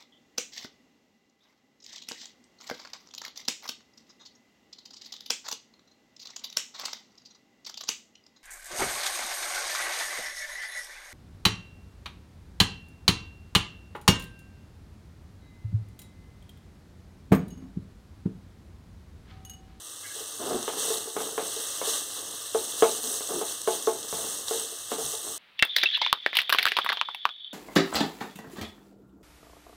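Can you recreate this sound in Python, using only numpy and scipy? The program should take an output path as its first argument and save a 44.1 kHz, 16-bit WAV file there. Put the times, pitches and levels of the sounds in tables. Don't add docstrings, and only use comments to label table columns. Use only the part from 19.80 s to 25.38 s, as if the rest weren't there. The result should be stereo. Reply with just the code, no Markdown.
import sys
import numpy as np
from scipy import signal
from scipy.fft import rfft, irfft
from scipy.io import wavfile
from scipy.ndimage import uniform_filter1d

SR = 44100
rng = np.random.default_rng(int(sys.argv[2]) if len(sys.argv) > 2 else 0)


def materialize(psi):
    bounded = np.clip(np.atleast_2d(psi).T, -1, 1)
    quanta = np.round(bounded * 32767).astype(np.int16)
    wavfile.write(sys.argv[1], SR, quanta)


N = 246078
TIME, BINS = np.arange(N) / SR, np.fft.rfftfreq(N, 1 / SR)

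# (frequency [Hz], relative spectral density [dB])
SIZZLE_SPECTRUM = [(200, -35), (500, -6.5), (960, -14.5), (1200, -3.5), (1360, -14.5), (1580, -9),
                   (1900, -8), (2200, -9.5), (2420, -17), (2650, 0), (2900, -3), (3650, -3.5), (4300, -3),
                   (4900, -6), (6200, -1.46), (7400, 0), (8450, 1.5), (9500, -3), (11500, -10)]
# (time [s], length [s], relative level [dB], body setting around 3.5 kHz [dB])
ONION_FLARES = [(0.332, 0.072, -38.5, -7.5), (0.603, 0.4, -44, -2), (0.963, 0.18, -26.5, -12),
                (1.382, 0.042, -32.5, -9), (1.604, 0.17, -33.5, -10.5), (1.773, 0.28, -33, -10.5),
                (2.034, 0.13, -26, -10.5), (2.287, 0.095, -37, -9.5), (2.465, 0.2, -40.5, -8),
                (2.725, 0.29, -32, -14), (2.97, 0.2, -29, -13.5), (3.212, 0.15, -27, -16.5),
                (3.418, 0.18, -32, -14), (3.641, 0.077, -30.5, -12), (3.86, 0.093, -30, -11.5),
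                (4.046, 0.032, -31, -20), (4.272, 0.28, -30, -14.5), (4.659, 0.14, -28.5, -12.5),
                (5.093, 0.023, -33, -6.5), (5.176, 0.17, -29.5, -16), (5.42, 0.11, -33.5, -21)]
# (frequency [Hz], relative spectral weight [dB])
CRACKLE_SPECTRUM = [(500, -22), (2300, -21), (3600, -3), (5000, -5), (8400, 5), (15000, -3)]
# (frequency [Hz], relative spectral density [dB])
BURNER_AND_FAN_SPECTRUM = [(20, 1), (50, 0), (75, 4), (101, 17), (140, 4), (200, 0.5), (330, 15.5),
                           (600, -9), (1200, 8), (3000, -16)]
# (time [s], length [s], relative level [dB], pitch [Hz], glide [Hz/s])
HANDLE_SQUEAKS = [(0.232, 0.032, -43, 1615, 1000), (0.233, 0.026, -38, 2070, -2500),
                  (0.25, 0.042, -44, 2280, -3000), (0.292, 0.041, -45, 1670, 200),
                  (0.28, 0.03, -47, 2100, -500)]
# (time [s], length [s], relative level [dB])
BLADE_STROKES = [(0.34, 0.29, -47), (0.91, 0.26, -36.5), (1.128, 0.026, -40), (1.346, 0.16, -34.5),
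                 (1.597, 0.031, -37), (1.765, 0.039, -40.5), (2, 0.31, -42.5), (2.354, 0.15, -41),
                 (2.77, 0.3, -42), (3.065, 0.078, -37), (3.23, 0.08, -40), (3.482, 0.13, -32.5),
                 (3.91, 0.14, -42.5), (4.11, 0.13, -40.5), (4.385, 0.13, -36), (4.728, 0.02, -38.5),
                 (5.13, 0.12, -38.5), (5.432, 0.034, -40.5)]
# (frequency [Hz], relative spectral weight [dB])
SLIDE_SPECTRUM = [(60, -72), (150, -6.5), (255, 0), (310, 5), (420, 3), (600, 0.5), (900, -2.5),
                  (1500, -8.5), (2500, -36), (5000, -15)]
# (nominal frequency [Hz], relative level [dB], decay time t60 [s])
PAN_MODES = [(250.4, -29.5, 0.49), (340, -25, 0.32), (373.3, -13, 0.21), (446.6, 0.5, 0.094),
             (474, -25, 0.15), (603, -22.5, 0.26), (662, -12, 0.2), (717, -14.5, 0.12), (782, -16.5, 0.08),
             (814, -26, 0.3), (864, -14, 0.22), (1090, -13.5, 0.08), (1270, -23, 0.13), (1294, -23, 0.051),
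             (1485, -24.5, 0.11), (1706, -29, 0.15), (2920, -34, 0.08), (3420, -23, 0.05),
             (3670, -25, 0.04)]
# (frequency [Hz], share [0..1])
WALL_SHARE = [(480, 0.081), (620, 1), (800, 0.76), (1100, 0)]
# (time [s], relative peak level [dB], body setting around 3.5 kHz [dB])
OIL_SPITS = [(0.353, -12, -29), (0.828, -6.5, -18), (1.182, -6.5, -19), (2.774, -9, -25), (2.851, -9, -22),
             (3.0067, -6, -16), (3.239, -8, -5), (3.378, -11, -22), (3.474, -10, -33), (3.619, -14, -26),
             (3.816, -4, -25), (4.025, -8, -41), (4.069, -9, -14), (4.229, -9.5, -15), (4.2844, -10, -21),
             (4.5862, -7.5, -28), (4.683, -1.5, -8), (4.797, -5.5, -31), (5.263, -4, -21)]
# (time [s], relative peak level [dB], hardness setting [dB], extra ring of the wall [dB])
PAN_KNOCKS = [(0.36, -41, -26, -12), (0.405, -39.5, -23, -2), (0.709, -24, -9, -2), (0.878, -15, 3, -9),
              (1.043, -26, -1, 3), (1.078, -34, -19, -1), (1.102, -24, -15, -4), (1.272, -32, -21, -2),
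              (1.3645, -15.5, 3.5, -2), (1.403, -22, 2, 3), (1.578, -12.5, 7.5, 5.5), (1.763, -33, -26, -4),
              (2.014, -17, 8, -10), (2.073, -28.5, -17, -2), (2.7464, -15.5, -11.5, 0.5),
              (3.0222, -4.5, -9, -4), (3.0415, -19, -3, 0), (3.406, -25, 4, -10), (3.505, -28.5, -4, -2),
              (3.612, -20.5, -8, -1), (3.874, -13, -7, 2.5), (4.0718, -13.5, -14, -4),
              (4.0865, -30, -12, 8), (4.115, -29.5, -15, 8), (4.326, -20, -0.5, 3), (4.383, -27, 4, 8),
              (4.682, -31, 20, 0), (4.709, -20.5, -11, -2), (4.918, -40.5, -18, 1), (5.1167, -16.5, 0, 2),
              (5.182, -26, -10, -0.5), (5.334, -33, -11, 7), (5.467, -31, 11, 6)]
# (frequency [Hz], relative spectral weight [dB])
WOOD_SPECTRUM = [(60, -39), (150, -2), (300, 7.5), (520, 15.5), (1200, 8.5), (1800, 2.5), (2400, 7.5),
                 (3500, -5.5), (5000, -32.5), (9000, -13)]
# (frequency [Hz], relative spectral density [dB])
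JUDDER_SPECTRUM = [(50, -56), (100, -11), (190, -14), (245, 1), (290, -7), (375, 1), (445, -2), (560, -8),
                   (690, -4), (900, -12.5), (1080, -10), (1500, -16.5), (2100, -24), (4000, -37)]
# (time [s], length [s], relative level [dB], mean slip rate [1/s])
BLADE_CHATTERS = [(0.635, 0.012, -34, 340), (0.704, 0.059, -30, 368), (0.71, 0.058, -36, 250),
                  (1.1, 0.026, -41, 426), (3.228, 0.064, -44, 250), (3.278, 0.077, -47.5, 410),
                  (3.532, 0.061, -36, 350), (4.734, 0.03, -33.5, 490), (4.805, 0.039, -42, 450),
                  (5.185, 0.036, -41, 750)]
# (time [s], relative level [dB], centre frequency [Hz], width [octaves], decay time t60 [s])
METAL_PINGS = [(0.881, -34.5, 3100, 0.1, 0.15), (1.579, -48, 3000, 0.29, 0.1),
               (3.022, -30, 3340, 0.28, 0.11)]
# (time [s], relative level [dB], centre frequency [Hz], width [octaves], decay time t60 [s])
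STOVE_THUDS = [(4.327, -44, 125, 0.77, 0.39), (5.12, -39.5, 255, 0.25, 0.27),
               (5.241, -47.5, 118, 0.45, 0.29)]
# (frequency [Hz], decay time t60 [s])
KITCHEN_DECAY = [(150, 0.23), (500, 0.36), (1400, 0.13), (8000, 0.23)]
# (frequency [Hz], share [0..1])
DIRECT_SHARE = [(100, 0.97), (400, 0.89), (1150, 1), (1900, 1), (2650, 1), (3050, 0.91), (3700, 1),
                (4800, 0.38), (6200, 0.69), (8500, 0.65), (10500, 0.042), (15000, 0.98)]
# (frequency [Hz], left minus right [dB])
PORT_BALANCE = [(100, 7), (190, -2.5), (300, 1), (440, 6.5), (620, 1.5), (1000, 1.2), (1550, -2), (2200, 0),
                (3000, -1), (3700, -0.5), (6500, 0.5), (8300, -0.5), (9800, -7), (15000, -3.5)]


def gain_of(db):
    return 10 ** (np.asarray(db) / 20)


def evened(x):
    return x / np.sqrt(np.mean(x ** 2) + 1e-20)


def read(points, hz):
    f, value = np.transpose(points)
    return np.interp(np.log(hz + 1), np.log(f + 1), value)


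def add(mix, s, sound):
    part = mix[max(round(s * SR), 0):][:len(sound)]
    part += sound[:len(part)]


def colour(x, points, size=4096):
    log_gain = np.log(gain_of(read(points, abs(np.fft.fftfreq(size, 1 / SR)))))
    response = np.exp(np.conj(signal.hilbert(log_gain)))
    taps = np.fft.ifft(response).real[:size // 2]
    return signal.oaconvolve(x, taps)[:len(x)]


def clicks(per_s, spread_db, cap):
    size = gain_of(spread_db * np.minimum(rng.exponential(1, N), cap))
    return evened(size * rng.choice([-1, 1], N) * (rng.random(N) < per_s / SR))


def wander(rate_hz):
    lowpass = signal.butter(2, rate_hz, fs=SR, output="sos")
    return evened(signal.sosfilt(lowpass, rng.standard_normal(N)))


def gesture(start, length, rise_s, t60):
    t = np.maximum(TIME - start, 0)
    return (1 - np.exp(-t / rise_s)) * np.exp(-np.log(1000) * np.maximum(t - length, 0) / t60)


def frying(resting_db=-40, stirred_db=-35, stirred_by_s=0.5, simmer_body_db=-12):
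    power = gain_of(np.interp(TIME, [0, stirred_by_s], [resting_db, stirred_db])) ** 2
    body = power * gain_of(simmer_body_db) ** 2
    for s, length, db, body_db in ONION_FLARES:
        flare = (gain_of(db) * gesture(s, length, rise_s=0.016, t60=0.46)) ** 2
        power = power + flare
        body = body + flare * gain_of(body_db) ** 2
    return 10 * np.log10(power), 10 * np.log10(body / power)


def sizzle(bubbles_per_s=3000, fizz_db=-7, flurry_db=0.5, usual_body_db=-10.5, level_db=-0.27):
    frying_db, body_db = frying()
    bursts = clicks(bubbles_per_s, spread_db=-1.0, cap=6.8) + gain_of(fizz_db) * rng.standard_normal(N)
    sound = evened(colour(bursts * gain_of(flurry_db * wander(rate_hz=18)), SIZZLE_SPECTRUM))
    body_band = [(900, 0.94), (2500, 1.0), (4200, 1), (6500, 0.23)]  # (frequency [Hz], gain)
    body = irfft(rfft(sound) * read(body_band, BINS), N)
    balanced = sound + (gain_of(body_db - usual_body_db) - 1) * body
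    return gain_of(frying_db + level_db) * balanced


def crackle(count=900, spread_db=3.0, cap=3.9, level_db=-43):
    lowest_hz, highest_hz = 3000, 12200
    cycles, glide = 1.6, 0.087
    pops = np.zeros(N)
    for when, pitch, chance in rng.random((count, 3)):
        hz = lowest_hz * (highest_hz / lowest_hz) ** pitch
        age = np.arange(256) / SR * hz / cycles
        turns = cycles * age * (1 + glide * (1 - np.exp(-age)))
        pop = np.exp(-age) * np.sin(2 * np.pi * turns)
        add(pops, when * N / SR, gain_of(spread_db * min(-np.log(1 - chance), cap)) * pop)
    return gain_of(level_db) * evened(colour(pops, CRACKLE_SPECTRUM) * gain_of(frying()[0]))


def burner_and_fan(level_db=-58):
    return gain_of(level_db) * evened(colour(rng.standard_normal(N), BURNER_AND_FAN_SPECTRUM))


def squeaking(jitter=0.018, rough=0.44):
    pace, out = 1 + jitter * wander(rate_hz=140), np.zeros(N)
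    for s, length, db, hz, glide in HANDLE_SQUEAKS:
        pitch = hz + glide * np.clip(TIME - s, 0, length)
        tone = np.sin(2 * np.pi * np.cumsum(pitch * pace) / SR)
        out += gain_of(db) * gesture(s, length, rise_s=0.006, t60=0.081) * tone
    return out * evened(1 + rough * wander(rate_hz=200))


def pan_ring(t, hardness_db, wall_db, uneven_db=2.0, detune=0.0049, soft_hz=500, hard_hz=1200):
    hz, db, t60 = np.transpose(PAN_MODES)[:, :, None]
    weight, shift = rng.standard_normal((2, len(PAN_MODES), 1)) * (db < db.max())
    hardness = hardness_db * read([(soft_hz, 0), (hard_hz, 1)], hz)
    db = db + hardness + wall_db * read(WALL_SHARE, hz) + uneven_db * weight
    modes = gain_of(db - 60 * t / t60) * np.cos(2 * np.pi * hz * (1 + detune * shift) * t)
    return modes[1::2].sum(0) - modes[::2].sum(0)


def pushing(sag_db_per_s=29):
    power = 0
    for s, length, db in BLADE_STROKES:
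        sagging_db = db - sag_db_per_s * np.maximum(TIME - s, 0)
        power = power + (gain_of(sagging_db) * gesture(s, length, rise_s=0.015, t60=0.85)) ** 2
    return np.sqrt(power)


def sliding(slips_per_s=1300, ring_db=-9, lumps_db=1.0, level_db=-2.0):
    slips = clicks(slips_per_s, spread_db=3.5, cap=4.8) * gain_of(lumps_db * wander(rate_hz=16.0))
    ring = signal.oaconvolve(slips, pan_ring(np.arange(SR // 2) / SR, 0, 0))[:N]
    rub = evened(colour(slips, SLIDE_SPECTRUM)) + gain_of(ring_db) * evened(colour(ring, SLIDE_SPECTRUM))
    return gain_of(level_db) * pushing() * evened(rub)


def spits(swell_s=0.00082, usual_body_db=-8, level_db=-11.0):
    out, t = np.zeros(N), np.arange(512) / SR
    burst = (t / swell_s) ** 2 * np.exp(-2 * t / swell_s)
    for s, db, body_db in OIL_SPITS:
        body = body_db - usual_body_db
        spectrum = [(1200, body - 20), (3700, body - 3), (8500, -8), (15000, -37.0)]  # (Hz, dB)
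        tick = colour(rng.standard_normal(len(t)) * burst, spectrum)
        add(out, s, gain_of(db + level_db) * tick / abs(tick).max())
    return out


def rebounds(bounce_db=-21, earliest_s=0.007, latest_s=0.025, count=2):
    touches = np.zeros(SR // 10)
    touches[0] = 1
    touches[(SR * rng.uniform(earliest_s, latest_s, count)).astype(int)] = gain_of(bounce_db)
    return touches


def knocks(usual_hardness_db=-10, clack_db=1, rattle_db=1, rattle_t60=0.2, crispness=0.038,
           ring_hardness=0.37, radiates_hz=200, dull_hz=1900, squeeze_s=0.001582, level_db=1):
    out, t = np.zeros(N), np.arange(SR // 2) / SR
    radiation = signal.butter(2, [radiates_hz, dull_hz], "bandpass", fs=SR, output="sos")
    for s, db, hardness_db, wall_db in PAN_KNOCKS:
        extra_db = hardness_db - usual_hardness_db
        rattle = rng.standard_normal(len(t)) * np.exp(-np.log(1000) * t / rattle_t60)
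        rattle *= gain_of(rattle_db - crispness * extra_db) / np.linalg.norm(rattle)
        clack = colour((t == 0) + rattle, WOOD_SPECTRUM)
        ring = signal.sosfilt(radiation, pan_ring(t, ring_hardness * extra_db, wall_db))
        contact = ring + gain_of(clack_db + extra_db) * clack / abs(clack).max()
        blow = signal.oaconvolve(contact, rebounds())
        add(out, s + squeeze_s, gain_of(db + level_db) * blow / abs(blow).max())
    return out


def juddering(slips_per_s=170, jitter=0.63, grit_db=0):
    start_s, peak_s, end_s = 0.594, 0.73, 0.855
    peak_db, swell_db_per_s, ease_db_per_s = -31, 46, 96
    pace = slips_per_s * np.exp(jitter * evened(uniform_filter1d(rng.standard_normal(N), size=300)))
    slips = np.diff(np.floor(np.cumsum(pace) / SR), prepend=0)
    grit = gain_of(grit_db) * rng.standard_normal(N)
    rub = evened(colour(evened(slips - slips.mean()) + grit, JUDDER_SPECTRUM))
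    touching = uniform_filter1d(1. * ((TIME > start_s) & (TIME < end_s)), size=600)
    eased_db = np.maximum(swell_db_per_s * (peak_s - TIME), ease_db_per_s * (TIME - peak_s))
    return gain_of(peak_db - eased_db) * touching * rub


def chattering(jitter=0.08, rough=0.16, overtone_db=-18):
    pace = np.cumsum(1 + jitter * wander(rate_hz=135.0)) / SR
    grip = 1 + rough * wander(rate_hz=55)
    out = np.zeros(N)
    for s, length, db, hz in BLADE_CHATTERS:
        slips = sum(gain_of(overtone_db * k) * np.sin(2 * np.pi * (k + 1) * hz * pace) for k in range(3))
        out += gain_of(db) * gesture(s, length, rise_s=0.019, t60=0.094) * evened(grip * slips)
    return out


def puffs(events, rise_s=0.0021):
    out = np.zeros(N)
    for s, db, hz, octaves, t60 in events:
        band = np.exp(-.5 * (np.log2((BINS + 1) / hz) / octaves) ** 2)
        puff = evened(irfft(rfft(rng.standard_normal(N)) * band, N))
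        fade = (1 - np.exp(-TIME / rise_s)) * np.exp(-np.log(1000) * TIME / t60)
        add(out, s, gain_of(db) * puff * fade)
    return out


def pings():
    return puffs(METAL_PINGS)


def thuds():
    return puffs(STOVE_THUDS)


def tails(t60_points, size=SR // 2):
    taps = rng.choice([-1., 1.], (2, size)) * (rng.random((2, size)) < .2)
    hz, t, z = signal.stft(taps, SR, nperseg=256)
    decay = gain_of(-60 * t / read(t60_points, hz)[:, None])
    tail = signal.istft(z * decay, SR, nperseg=256)[1]
    return tail / np.linalg.norm(tail, axis=1, keepdims=True)


def scattered(x, size=256):
    z = signal.stft(x, nperseg=size)[2]
    turned = z * np.exp(2j * np.pi * rng.random(z.shape))
    return x.std() * evened(signal.istft(turned, nperseg=size)[1][:N])


def ports(x, side, scatter=1., alike_below_hz=1150, half_turn_hz=1235):
    turn = side * np.pi * np.maximum(BINS - alike_below_hz, 0) / half_turn_hz
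    diffuse = np.clip(scatter * (1 - read(DIRECT_SHARE, BINS)), 0, 1)
    direct = rfft(x) * np.exp(.5j * np.array([turn, -turn]))
    stray = rfft(np.array([scattered(x), scattered(x)]))
    return irfft(np.sqrt(1 - diffuse) * direct + np.sqrt(diffuse) * stray, N)


def scene(left_share=0.56, room_db=-9.5):
    blows = knocks()
    rubs = sliding() + juddering() + chattering() + squeaking() + pings() + thuds()
    left = ports(np.sqrt(left_share) * sizzle() + rubs + burner_and_fan(), side=1)
    right = ports(np.sqrt(1 - left_share) * sizzle(), side=-1.015)
    sharp = ports(blows + spits() + crackle(), side=1.0, scatter=0)
    room = signal.fftconvolve((blows + rubs)[None], tails(KITCHEN_DECAY), axes=1)[:, :N]
    return left + right + sharp + gain_of(room_db) * room


def record(dry, edge_hz=15600):
    lean = gain_of(np.outer([.5, -.5], read(PORT_BALANCE, BINS)))
    heard = irfft(rfft(dry) * lean / np.sqrt((lean ** 2).mean(0)), N)
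    lowpass = signal.firwin(511, edge_hz, window=("kaiser", 9), fs=SR)
    return signal.oaconvolve(heard, lowpass[None], "same")


dry = scene()
out = record(dry)
materialize(out)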